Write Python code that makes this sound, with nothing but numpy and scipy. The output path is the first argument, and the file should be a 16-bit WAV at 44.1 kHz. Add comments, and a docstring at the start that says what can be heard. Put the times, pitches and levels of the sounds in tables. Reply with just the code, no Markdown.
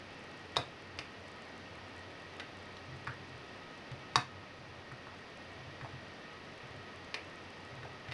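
"""In a small room, close up, a pick works the pins of a hand-held lock cylinder.
Steel clicks on the pins and rings the lock; twice a pin snaps free and lands on its seat.
The hands give dull thumps, and tiny dry ticks fall in between. Under it lies a steady hiss
with a low hum and faint whines; gain control ducks everything after the hardest snaps."""
import sys
import numpy as np
from scipy import signal
from scipy.fft import rfft, irfft
from scipy.io import wavfile

SR = 44100
rng = np.random.default_rng(int(sys.argv[2]) if len(sys.argv) > 2 else 0)


def materialize(psi):
    """Save the field psi as 16-bit PCM at rate SR to the path in sys.argv[1].

    A 1-D psi becomes a single channel; in a 2-D psi each row is a channel.
    """
    bounded = np.clip(np.atleast_2d(psi).T, -1, 1)
    quanta = np.round(bounded * 32767).astype(np.int16)
    wavfile.write(sys.argv[1], SR, quanta)


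N = 358533

# a pin snaps free under the pick: (time [s], level [dB], crack centre [Hz], crack width [octaves])
PIN_SNAPS = [(0.5669, -25.5, 690, 0.52), (4.1570, -20.5, 1036, 0.26)]


def pin_snaps(ring, landing_s=0.001546, landing_db=-3.5):
    """A pin breaks free with a hard crack, then lands on its seat with a thin, high clack."""
    out = np.zeros(N)
    for s, db, hz, octaves in PIN_SNAPS:
        add(out, s, contact(db, hz, octaves, ring, ring_db=2, rasp_db=1))
        clack = contact(db + landing_db, centre_hz=4330, octaves=0.084, ring=ring, ring_db=-14, rasp_db=-8)
        add(out, s + landing_s, clack)
    return out


def pick_clicks(ring, middling_hz=2000):
    """The pick touches a pin: a harder contact is brighter and broader, with more ring and rasp."""
    # touches of the pick: (time [s], level [dB], crack centre [Hz])
    touches = [(0.5611, -36, 1960), (0.9890, -36, 2780), (2.398, -40.5, 2480), (2.4020, -40.5, 1820),
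               (2.7684, -51, 2800), (3.0702, -39, 1600), (3.0743, -32, 1310), (3.9170, -51, 2540),
               (4.9163, -45, 1390), (5.0692, -43, 1200), (5.812, -43, 1490), (5.8467, -43.5, 800),
               (5.8590, -43, 950), (7.1429, -30, 2310), (7.8314, -42.5, 1450), (7.8520, -45, 690),
               (8.0858, -43.5, 1800), (8.1140, -44, 2130), (8.1210, -36, 2020)]
    out = np.zeros(N)
    for s, db, hz in touches:
        hardness = np.log2(hz / middling_hz)
        octaves = 0.5 * 2 ** (0.41 * hardness)
        ring_db = -11.5 + 12 * hardness
        rasp_db = -6.5 + 15.5 * hardness
        add(out, s, contact(db, hz, octaves, ring, ring_db, rasp_db))
    return out


def contact(db, centre_hz, octaves, ring, ring_db, rasp_db, grit=0.043, grit_s=0.0026, size=4096):
    """Steel meets a pin: a short, gritty crack, with ring and rasp at levels set against it."""
    t, hz = np.arange(size) / SR, np.fft.rfftfreq(size, 1 / SR)
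    # the briefer the contact, the higher its spectrum is centred
    band = np.exp(-0.5 * (np.log2((hz + 1) / centre_hz) / octaves) ** 2)
    skirt = amp(-29) * hz / (hz + 200) / (1 + (hz / 4500) ** 2)
    crack = level_hit(pulse(band + skirt))
    # one full blow, then a few milliseconds of tiny ones
    slip = grit * rng.standard_normal(size) * np.exp(-t / grit_s)
    slip[0] = 1
    out = amp(ring_db) * ring
    add(out, 0, signal.fftconvolve(crack, slip))
    add(out, 0, amp(rasp_db) * rasp())
    return amp(db) * out


def lock_ring(rise_s=0.0012):
    """After a blow the lock rings briefly, damped by the fingers; the steel tools ring faintly on."""
    # modes of the lock, then of the tools: (frequency [Hz], level [dB], t60 [s])
    modes = [(720, -25, 0.026), (1040, -20, 0.033), (1723, -9.5, 0.027), (2530, -10, 0.024),
             (3460, -10, 0.024), (3786, 1.5, .018), (3970, -7, 0.02), (5470, -18, 0.01), (5770, -15, 0.015),
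             (6630, -12.5, 0.0086), (724, -22.5, 0.24), (1090, -45, 0.34), (2490, -30, 0.15),
             (3630, -30, 0.21), (3500, -30, 0.23), (4590, -41, 0.25)]
    t = np.arange(SR // 2) / SR
    ring = sum((-1) ** k * amp(db - 60 * t / t60) * np.sin(2 * np.pi * hz * t)
               for k, (hz, db, t60) in enumerate(modes))
    return level_hit(ring * (1 - np.exp(-t / rise_s)))


def rasp(slip_s=0.00091, fade_s=0.013, size=4096):
    """Steel slips over a pin for a few milliseconds: a burst of random grain and set colour."""
    # spectrum of the slip: (frequency [Hz], level [dB])
    colour = [(60, -22), (250, -8), (900, 3.5), (2000, 0), (2900, -9), (3800, 3), (5200, 0), (7200, -17.5),
              (10300, -20), (12000, -35)]
    t, hz = np.arange(size) / SR, np.fft.rfftfreq(size, 1 / SR)
    burst = rng.standard_normal(size) * t * np.exp(-t / slip_s)
    phase = np.angle(rfft(burst))
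    scrape = irfft(amp(curve(colour, hz)) * np.exp(1j * phase))
    return level_hit(scrape * np.exp(-t / fade_s))


def hand_thumps(thump_hz=123.8, rise_s=0.012, boom_hz=132, boom_t60=0.96, nudges_per_grip=4):
    """A push of the hand swells and dies in a few cycles, and leaves a low room mode booming."""
    # single pushes on the lock: (time [s], level [dB])
    pushes = [(0.982, -50.5), (3.078, -39.5), (3.913, -40.5), (3.985, -47), (4.918, -44), (5.820, -40.5),
              (5.932, -44), (8.086, -41.5)]
    # the fingers shift their grip in small nudges: (start [s], end [s], nudge level [dB])
    grips = [(2.879, 2.95, -47), (3.261, 3.428, -52), (4.572, 4.776, -51.5), (5.577, 5.716, -49),
             (6.626, 6.79, -47), (7.662, 7.87, -47.5)]
    t, out = np.arange(SR // 2) / SR, np.zeros(N)
    swell = t / rise_s * np.exp(1 - t / rise_s)
    phase = 2 * np.pi * thump_hz * t
    body = np.sin(phase) + amp(-9) * np.sin(0.736 * phase)
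    boom = amp(-13 - 60 * t / boom_t60) * (1 - np.exp(-t / rise_s)) * np.sin(2 * np.pi * boom_hz * t)
    thump = swell * body + boom
    jolts = [(s + 0.0074, db - 12.5) for s, db, _, _ in PIN_SNAPS]  # each snap reaches the hands
    nudges = [(start + (end - start) * (k + rng.random()) / nudges_per_grip, db)
              for start, end, db in grips for k in range(nudges_per_grip)]
    for s, db in [*pushes, *jolts, *nudges]:
        add(out, s, amp(db) * thump)
    return out


def dry_ticks(per_s=20, faint_db=-56, spread_db=4.0, cap_db=-45, size=256):
    """Thin, dry ticks: a few clear ones in a random scatter of faint ones."""
    # the clear ticks: (time [s], level [dB])
    clear_ticks = [(1.283, -43), (1.4223, -43), (4.1656, -20), (4.2125, -38), (5.374, -44), (7.0470, -45),
                   (7.6511, -45)]
    # spectrum of a tick: (frequency [Hz], level [dB])
    colour = [(300, -7), (2000, -14), (5000, -1), (8000, 4), (11000, -8)]
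    tick = pulse(amp(curve(colour, np.fft.rfftfreq(size, 1 / SR))))
    level_db = np.minimum(faint_db + spread_db * rng.exponential(1, N), cap_db)
    train = (rng.random(N) < per_s / SR) * amp(level_db)
    for s, db in clear_ticks:
        add(train, s, amp([db]))
    return signal.oaconvolve(train, tick / abs(tick).max())[:N]


def small_room(x, wet_db=-3, wall_s=0.019, spread_s=0.002, early_gain=0.59, size=256):
    """Direct sound, close echoes and a short tail that swells as the walls answer; the bass lingers."""
    # the room's tail: (frequency [Hz], level [dB], t60 [s])
    bands = [(144, 8.5, 0.4), (450, 9, 0.2), (900, -6, 0.2), (1980, 4.5, 0.22), (4100, -7.5, .22),
             (6040, -9, 0.28), (10000, -3, 0.2)]
    # bounces off hands and desk: (delay [s], gain [ratio])
    echoes = [(.0013, -0.019), (.0031, -0.35), (.0054, 0.4), (.0066, -0.061), (0.0114, .13), (0.0179, 0.14)]
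    hz, t, noise = signal.stft(rng.standard_normal(SR // 2), SR, nperseg=size)
    t60 = curve(bands, hz, column=2)[:, None]
    fade = amp(curve(bands, hz)[:, None] - 60 * t / t60)
    tail = signal.istft(noise * fade, SR, nperseg=size)[1]
    age = np.arange(len(tail)) / SR
    tail *= early_gain + (1 - early_gain) * (1 + np.tanh((age - wall_s) / spread_s)) / 2
    response = amp(wet_db) * tail / np.linalg.norm(tail)
    response[0] = 1  # direct sound
    for delay, gain in echoes:
        add(response, delay, np.array([gain]))
    return signal.oaconvolve(x, response)[:N]


def room_tone(hiss_db=-50.82):
    """A bed of even hiss; narrow bands of noise make a low hum and a few wavering whines."""
    # spectrum of the hiss: (frequency [Hz], level [dB])
    colour = [(20, -9), (35, -13.5), (65, -7.5), (110, 0), (300, 0.5), (600, -1), (1000, -4.5), (1600, -7),
              (2600, -7.5), (3900, -13.5), (4900, -16.5), (6000, -21.5), (7200, -34), (10500, -37)]
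    # the hum, then the whines: (centre [Hz], width [Hz], level [dB])
    whines = [(91.8, 10.3, -62), (1265.5, 7.6, -65.5), (1844, 85, -64), (1916, 49, -66.5), (2260, 33, -72),
              (2430, 19, -82), (2664, 7.6, -72.5), (4720, 220, -74.5)]
    hz = np.fft.rfftfreq(N, 1 / SR)
    hiss = irfft(rfft(rng.standard_normal(N)) * amp(curve(colour, hz)), N)
    out = amp(hiss_db) * unit(hiss)
    white = rfft(rng.standard_normal(N))
    for centre_hz, width_hz, db in whines:
        peak = 1 / (1 + (2 * (hz - centre_hz) / width_hz) ** 2)
        out += amp(db) * unit(irfft(white * peak, N))
    return out


def amp(db):
    """Decibels to gain."""
    return 10 ** (np.asarray(db) / 20)


def unit(x):
    """Scales to rms 1."""
    return x / np.sqrt(np.mean(x ** 2) + 1e-20)


def level_hit(x, size=128):
    """Scales a hit to the energy of 3 ms at rms 1."""
    return x * np.sqrt(size / np.sum(x ** 2))


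def curve(points, hz, column=1):
    """One column of a table, joined by straight lines over log frequency."""
    columns = np.transpose(points)
    return np.interp(np.log(hz + 1), np.log(columns[0] + 1), columns[column])


def pulse(gain):
    """The shortest causal pulse that has this spectrum."""
    log_gain = np.log(np.maximum(np.r_[gain, gain[-2:0:-1]], 1e-5))
    return np.fft.ifft(np.exp(np.conj(signal.hilbert(log_gain)))).real


def add(mix, s, sound):
    """Lays a sound into the mix at s seconds."""
    part = mix[max(round(s * SR), 0):][:len(sound)]
    part += sound[:len(part)]


def scene(pins_db=-2):
    """Snaps and clicks in the room, with thumps and ticks, over the room tone; mono."""
    ring = lock_ring()
    low_cut = signal.butter(2, 110, "high", fs=SR, output="sos")  # a small lock radiates little bass
    pins = signal.sosfilt(low_cut, pin_snaps(ring) + pick_clicks(ring))
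    return (amp(pins_db) * small_room(pins) + hand_thumps() + dry_ticks() + room_tone())[None]


def record(dry, threshold_db=-36, slope=0.17, recover_db_per_s=1.5, sense_s=0.021, top_hz=11450):
    """Gain control ducks quickly on a loud snap and creeps back; a low-pass trims the top."""
    pole = np.exp(-1 / (sense_s * SR))
    power_db = 10 * np.log10(signal.lfilter([1 - pole], [1, -pole], dry[0] ** 2) + 1e-12)
    over_db = np.maximum(power_db - threshold_db, 0)
    recovery_db = np.arange(N) / SR * recover_db_per_s
    duck_db = np.maximum.accumulate(slope * over_db + recovery_db) - recovery_db
    low_pass = signal.firwin(101, top_hz, window=("kaiser", 8), fs=SR)
    return signal.oaconvolve(dry * amp(-duck_db), low_pass[None], "same")


dry = scene()
out = record(dry)
materialize(out)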